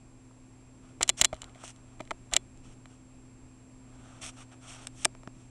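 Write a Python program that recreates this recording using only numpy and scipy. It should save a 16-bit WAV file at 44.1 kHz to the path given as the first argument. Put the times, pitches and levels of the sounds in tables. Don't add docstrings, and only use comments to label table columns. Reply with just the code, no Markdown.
import sys
import numpy as np
from scipy import signal
from scipy.fft import rfft, irfft
from scipy.io import wavfile
from scipy.ndimage import uniform_filter1d

SR = 44100
rng = np.random.default_rng(int(sys.argv[2]) if len(sys.argv) > 2 else 0)


def transcribe(u):
    v = np.clip(np.atleast_2d(u).T, -1, 1)
    q = np.round(v * 32767).astype(np.int16)
    wavfile.write(sys.argv[1], SR, q)


def to_linear_factor(level_db):
    exponent = np.asarray(level_db, float) / 20
    return 10 ** exponent


N = 242731


def unit(x):
    return x / np.sqrt(np.mean(x ** 2))


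def walk(rate_hz):
    hold = int(SR / rate_hz)
    steps = np.repeat(rng.standard_normal(N // hold + 1), hold)
    return 1.1 * uniform_filter1d(uniform_filter1d(steps, hold), hold)[:N]


# start in seconds, bright ring peak in dB, contact in ms,
# rebound delay in ms, rebound minus strike in dB.
CLAW_STRIKES = [
    (1.0286, -9.5, .93, 2.9, -8.5),
    (1.0917, -5, .5, 5.6, -9),
    (1.2129, -3, .9, 4.9, -10),
    (1.2454, -5.5, 1.1, 6.2, -7),
    (1.4176, -29, .83, 2.1, -15),
    (2.3357, -11.5, 1.1, 3.9, -9.5),
    (2.3641, -4.6, 1.2, 3.6, -16),
    (4.8695, -25, .85, 12.3, -27),
    (5.0472, -12.5, .9, 4.7, 2),
]
# delay in ms, bright, middle, thud and hollow ring in dB against the blow,
# contact in ms (the blow's scales the strike's contact; below 0.1 plays as 0.1).
GRAZE = (-2, -22, -27.5, -39.5, -36, -1.66)
BLOW = (0.5, -0.5, -3, -18.5, -31, 1)
CHATTER = (3.5, -18.5, -15, -41, -24.5, -5.5)
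REBOUND = (0, 3, -0.5, -13, -23, 0.66)
SETTLE = (3.5, -18, -11.5, -21.5, -24, -1.8)


def claw_strikes():
    rows = []
    for s, db, contact_ms, later_ms, later_db in CLAW_STRIKES:
        strike = (s, db, (GRAZE, BLOW, CHATTER))
        rebound = (s + later_ms / 1000, db + later_db, (REBOUND, SETTLE))
        for start_s, top_db, parts in (strike, rebound):
            for part in parts:
                peaks_db = top_db + np.array(part[1:5])
                scale = contact_ms if part is BLOW else 1
                rows.append((start_s + part[0] / 1000, *peaks_db, part[5] * scale))
    return rows


# start in seconds, thud peak in dB, hollow minus thud in dB,
# middle ring minus thud in dB.
PAD_KNOCKS = [(.3102, -49, -5.5, -20), (1.0088, -21.5, -1.5, -4.5), (1.0141, -26, -7, 2.5),
              (1.1961, -33.5, -5.5, -3), (1.238, -46, 10, 18), (1.3275, -33.5, 6.5, -10.5),
              (1.329, -37.5, 10, 2.5), (1.334, -30, 0, -10), (1.4317, -35.5, -8, -13),
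              (1.5561, -54, 9.5, 4), (1.637, -33.5, -2.5, -15), (2.0016, -34, 0, -12),
              (2.0048, -29.5, -14, -4.5), (2.008, -46, 14, 9), (2.1077, -25.5, -8, 1),
              (2.1122, -19, -30, -12), (2.1145, -30.5, 4.5, -10), (2.3286, -35, 2.5, -6),
              (2.3573, -39, 10, 6), (2.8562, -43, -4, 0.5), (5.0544, -17, -1, -6),
              (5.1497, -41.5, -4, -3.5), (5.2329, -41, -4, -7.5), (5.274, -34.5, -3, -4.5)]


def pad_knocks():
    bright_under_middle_db, contact_ms = -8, 1.4
    return [(s, db + mid + bright_under_middle_db, db + mid, db, db + hollow, contact_ms)
            for s, db, hollow, mid in PAD_KNOCKS]


# start in seconds, middle ring peak in dB, bright minus middle in dB.
CLAW_TICKS = [(1.0232, -30, 2), (1.078, -33.5, 5), (1.082, -35, 1), (1.1082, -58, -2), (1.2446, -29, 13),
              (1.248, -20, -10), (1.3432, -41.5, 1), (1.3508, -47, -4), (1.3647, -49, -3),
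              (1.4421, -36, -2), (1.4942, -50, -6.5), (1.5476, -48, -7), (1.5802, -54, -9),
              (1.6782, -39, 3.5), (1.7612, -51, 1), (1.9956, -46.5, -7.5), (2.0198, -51, -5),
              (2.052, -51, -1), (2.0747, -45.5, -7), (2.0992, -59, -7), (2.3138, -46, 0), (2.574, -59, 8),
              (4.2632, -33, 1)]


def claw_ticks():
    thud_db, hollow_db, contact_ms = -11.5, -12, 0.74
    return [(s, db + bright, db, db + thud_db, db + hollow_db, contact_ms)
            for s, db, bright in CLAW_TICKS]


def ring(modes, rise_s):
    hz, db, t60_s = np.transpose(modes)
    t = np.arange(int(t60_s.max() * SR))[:, None] / SR
    fade = np.exp(-np.log(1000) * t / t60_s) * (1 - np.exp(-t / rise_s))
    return hz, to_linear_factor(db) * fade * np.sin(2 * np.pi * hz * t)


def even(force, bins=15):
    spectrum = rfft(np.roll(force, 20), 1024)
    return irfft(spectrum / uniform_filter1d(np.abs(spectrum), bins))[:len(force)]


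# frequency in Hz, level in dB, t60 in seconds.
EDGES = [(5680, -2.5, 0.0036), (6170, -1, 0.0054), (6730, -2.5, 0.0059), (7260, 10.5, 0.0038),
         (7870, -12.5, .006), (8440, -5.5, 0.0033), (9470, -11.5, .004), (4870, -34.5, 0.04),
         (8200, -47, .035)]
EDGES_MUZZLE = [(5460, 0.5, 0.0044), (6260, 1.5, 0.0032), (7745, -4, 0.006), (8310, 4.5, 0.0045),
                (10500, -30, 0.0065), (9995, -27.5, 0.006)]
PANELS = [(2104, -5, 0.0091), (2340, -3, 0.011), (3066, 6.5, 0.0075), (3410, 4.5, 0.0078),
          (3894, 8.5, 0.0069)]
PANELS_MUZZLE = [(1760, -1.5, 0.0028), (2400, -10.5, 0.014), (2840, -1, 0.0041), (3524, 5.5, 0.0029),
                 (4290, -14, 0.0042)]
SPRINGS = [(3413, -34, .11), (4150, -37, .12)]
SPRING_MUZZLE = [(4750, -43, .07)]
BACK_THUD = [(1257, 2, 0.0069), (950, -7, 0.011), (1630, -7, 0.0047)]
HOLLOW_BODY = [(666, 9.5, 0.02), (635, -17, 0.11), (557, -10, 0.0083), (370, -9, 0.068)]


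def taps():
    muzzle_s = 4.0
    out, t = np.zeros(N + SR), np.arange(600) / SR
    body = [ring(BACK_THUD, 0.000067), ring(HOLLOW_BODY, 0.00035)]
    free = [ring(EDGES, 0.0001), ring(PANELS + SPRINGS, 0.0001)] + body
    covered = [ring(EDGES_MUZZLE, 0.00015), ring(PANELS_MUZZLE + SPRING_MUZZLE, 0.0001)] + body
    claw = signal.butter(2, 1600, "high", fs=SR, output="sos")
    push = np.sin(np.pi * np.clip((t - 0.0006) / 0.00073, 0, 1))
    for s, *peaks_db, contact_ms in claw_strikes() + pad_knocks() + claw_ticks():
        grit, spot = rng.standard_normal(len(t)), rng.standard_normal(12)
        turn = t / (np.clip(contact_ms, 0.1, 1.7) / 1000)
        contact = np.sin(np.pi * np.clip(turn, 0, 1) ** 0.91) ** 2
        scrape = to_linear_factor(-32.5) * np.exp(-t / 0.0033)
        slip = signal.sosfilt(claw, even(grit * (contact + scrape)))
        soft_db = np.clip(peaks_db[1] - peaks_db[0], 0, 20)
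        families = free if s < muzzle_s else covered
        forces = (slip, slip, np.gradient(push), push)
        for (hz, modes), db, force in zip(families, peaks_db, forces):
            tilt_db = 3.3 * soft_db * np.log2(hz / hz[0]) * (hz > 1800)
            weight = to_linear_factor(1.1 * spot[:len(hz)] - tilt_db)
            sound = signal.fftconvolve(force, modes @ weight)
            crest = np.sqrt(2 * uniform_filter1d(sound[:400] ** 2, size=30).max())
            at = int(s * SR) - 14
            out[at:at + len(sound)] += to_linear_factor(db) * sound / crest
    return out[:N]


# start in seconds, peak in dB, frequency in Hz, sign.
SHOVES = [(1.008, -38, 52.3, -1), (1.008, -20, 486.6, 1), (1.085, -46, 45, -1), (1.207, -37, 51, -1),
          (1.212, -29, 180, 1), (1.23, -45, 29.7, 1), (1.325, -37, 55.7, -1), (1.329, -38, 195, 1),
          (2.004, -33.5, 320, 1), (2.31, -37.5, 30, -1), (5.273, -31.5, 226, -1), (5.363, -44, 170, 1)]


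def shoves():
    out = np.zeros(N)
    for s, db, hz, sign in SHOVES:
        turn = np.arange(int(1.6 * SR / hz)) * hz / SR
        rock = np.sin(2 * np.pi * turn) * np.hanning(len(turn))
        at = int(s * SR)
        out[at:at + len(turn)] += np.sign(sign) * to_linear_factor(db) * rock
    return out


def resonate(x, peaks):
    out = 0
    for k, (hz, width_hz, db) in enumerate(peaks):
        b, a = signal.iirpeak(hz, hz / width_hz, fs=SR)
        twice = signal.lfilter(b, a, signal.lfilter(b, a, x))
        out = out + (-1) ** k * to_linear_factor(db) * twice
    return unit(out)


def hiss_colour(dull_db):
    return to_linear_factor(np.array([[0], [-1 + 0.33 * dull_db], [dull_db]]))


# fullest at in seconds, swell in seconds, fade in seconds,
# bright hiss in dB, dullness in dB.
FUR_STROKES = [(.87, 0.075, 0.11, -74.5, 8.5), (1.013, 0.0057, 0.012, -50, 13.5),
               (1.04, .004, 0.038, -63, 8), (1.225, .004, 0.0067, -66, 14), (1.243, 0.011, 0.0024, -47, 7),
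               (1.35, .005, 0.19, -72.5, 6), (1.449, 0.0066, 0.1, -74.5, 15.5),
               (1.56, 0.0192, 0.091, -69.5, 7), (1.63, 0.053, .02, -61, 3.5), (1.77, .02, .05, -75.5, 8.5),
               (2.331, .018, 0.006, -53, 11), (2.347, 0.0027, 0.0092, -50.5, 7.5),
               (1.92, .12, 0.073, -76.5, 7), (2.911, 0.0395, 0.081, -69.5, 1), (4.121, 0.3, 0.27, -68, 8.5),
               (4.347, 0.042, 0.065, -68, -13), (4.66, 0.061, 0.032, -59, 1),
               (4.705, 0.048, 0.059, -50, -7), (4.826, 0.023, 0.027, -57, 1),
               (5.04, .11, .008, -51.5, -9.5), (5.399, .08, 0.12, -69.5, -6)]
# start in seconds, length in seconds,
# bright hiss in dB, drift over the length in dB, dullness in dB.
PRESSES = [
    (1.074, .013, -44, -2, -13),
    (1.163, .04, -48, 8, -13),
    (1.627, 0.082, -47, -7, -8),
    (2.626, 0.11, -67.5, -0.5, -1),
    (4.207, 0.089, -40.5, -7.5, -6.5),
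    (4.359, 0.071, -57, -3, 1.5),
    (4.505, 0.034, -62.5, -2.5, 7.5),
    (4.663, .19, -58, -2, 2),
]
# frequency in Hz, width in Hz, level in dB.
HISS_BRIGHT = [(5690, 980, 1.5), (6640, 1100, -4), (7560, 1100, -2), (8500, 910, 1.5), (10100, 1500, -10)]
HISS_MIDDLE = [(1775, 500, -7), (2570, 1100, -0.5), (3377, 900, -1), (4400, 1200, -8.5)]
HISS_LOW = [(690.4, 300, -0.8), (1292, 520, -1.2)]


def rubs():
    edge_db, roundness = 22, 2.2
    attack_s, release_s = 0.014, 0.027
    t, power = np.arange(N) / SR, np.zeros((3, N))
    grain_db = np.minimum(2.1 * rng.exponential(size=N // 8 + 1), 9.0).repeat(8)[:N]
    grain = to_linear_factor(grain_db + 1.2 * walk(60))
    bands = [resonate(grain * rng.standard_normal(N), peaks)
             for peaks in (HISS_BRIGHT, HISS_MIDDLE, HISS_LOW)]
    for s, swell_s, fade_s, db, dull_db in FUR_STROKES:
        span = slice(int((s - 1.3 * swell_s) * SR), int((s + 1.3 * fade_s) * SR))
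        since = t[span] - s
        away = np.where(since < 0, -since / swell_s, since / fade_s)
        power[:, span] += (hiss_colour(dull_db) * to_linear_factor(db - edge_db * away ** roundness)) ** 2
    for s, length_s, db, drift_db, dull_db in PRESSES:
        span = slice(int(s * SR), int((s + length_s + release_s) * SR))
        since = t[span] - s
        edge = np.minimum(since / attack_s, 1 - (since - length_s) / release_s)
        level = np.clip(edge, 0, 1) ** 2 * to_linear_factor(db + drift_db * since / length_s)
        power[:, span] += (hiss_colour(dull_db) * level) ** 2
    return (np.sqrt(power) * bands).sum(axis=0)


# frequency in Hz, level in dB rms.
HUM = [(120.0, -57.5), (257.1, -59), (327.5, -71.5)]


def hum():
    t = np.arange(N) / SR
    return np.sqrt(2) * sum(to_linear_factor(db + 0.99 * walk(3.94)) * np.sin(2 * np.pi * hz * t) for hz, db in HUM)


WHINE_DB = [-95.5, -89, -82, -70.5, -82.5, -88, -88, -95]


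def whine():
    carrier_hz, step_hz = 7558.3, 57.8
    t, out = np.arange(N) / SR, 0
    for k, db in enumerate(WHINE_DB):
        hz = carrier_hz + (k - 3) * step_hz
        out = out + to_linear_factor(db) * np.sin(2 * np.pi * hz * t + rng.uniform(0, 2 * np.pi))
    return np.sqrt(2) * out


# frequency in Hz, density in dB per Hz.
ROOM = [(11, -41), (18, 6.5), (69, -4.5), (122, -7), (174, -10.5), (255, -8), (490, -17.5), (1080, -22),
        (1310, -26.5), (3700, -35.5), (6740, -34.5), (7730, -34), (8390, -34), (10400, -37), (12300, -61),
        (16000, -93.5), (22000, -120)]
# frequency in Hz, width in Hz, height in dB.
DUCT = (2500, 330, 5.6)


def room():
    f = np.fft.rfftfreq(N, 1 / SR)
    hz, db = np.transpose(ROOM)
    duct_hz, width_hz, duct_db = DUCT
    spectrum = rfft(rng.standard_normal(N)) * to_linear_factor(np.interp(np.log(f + 1), np.log(hz), db))
    spectrum = spectrum * to_linear_factor(duct_db * np.exp(-((f - duct_hz) / width_hz) ** 2))
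    bass = irfft(spectrum * (f < 450), N)
    rest = irfft(spectrum, N) - bass
    return unit(bass * to_linear_factor(1.7 * walk(15)) + rest * to_linear_factor(0.47 * walk(1.2))) * to_linear_factor(-55.5)


# time in seconds, gain in dB.
GAIN = [(0, -0.5), (1, 0.5), (2, 1.07), (3, 0.87), (4, 1.85), (5, 1.6), (5.5, 1.1)]


def background():
    gain_db = np.interp(np.arange(N) / SR, *np.transpose(GAIN))
    return (room() + hum() + whine()) * to_linear_factor(gain_db)


def scene():
    return (taps() + shoves() + rubs() + background())[None]


def low_pass(x):
    return signal.sosfilt(signal.butter(12, 16810, fs=SR, output="sos"), x)


def record(dry):
    mic_top_hz, clip, path_top_hz = 11600, 0.79, 15900
    mic = signal.cheby1(10, 0.5, mic_top_hz, fs=SR, output="sos")
    path = signal.cheby1(8, 0.5, path_top_hz, fs=SR, output="sos")
    dull = signal.sosfilt(mic, dry)
    clipped = signal.sosfilt(path, np.clip(dull, -clip, clip))
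    return low_pass(clipped)


dry = scene()
out = record(dry)
transcribe(out)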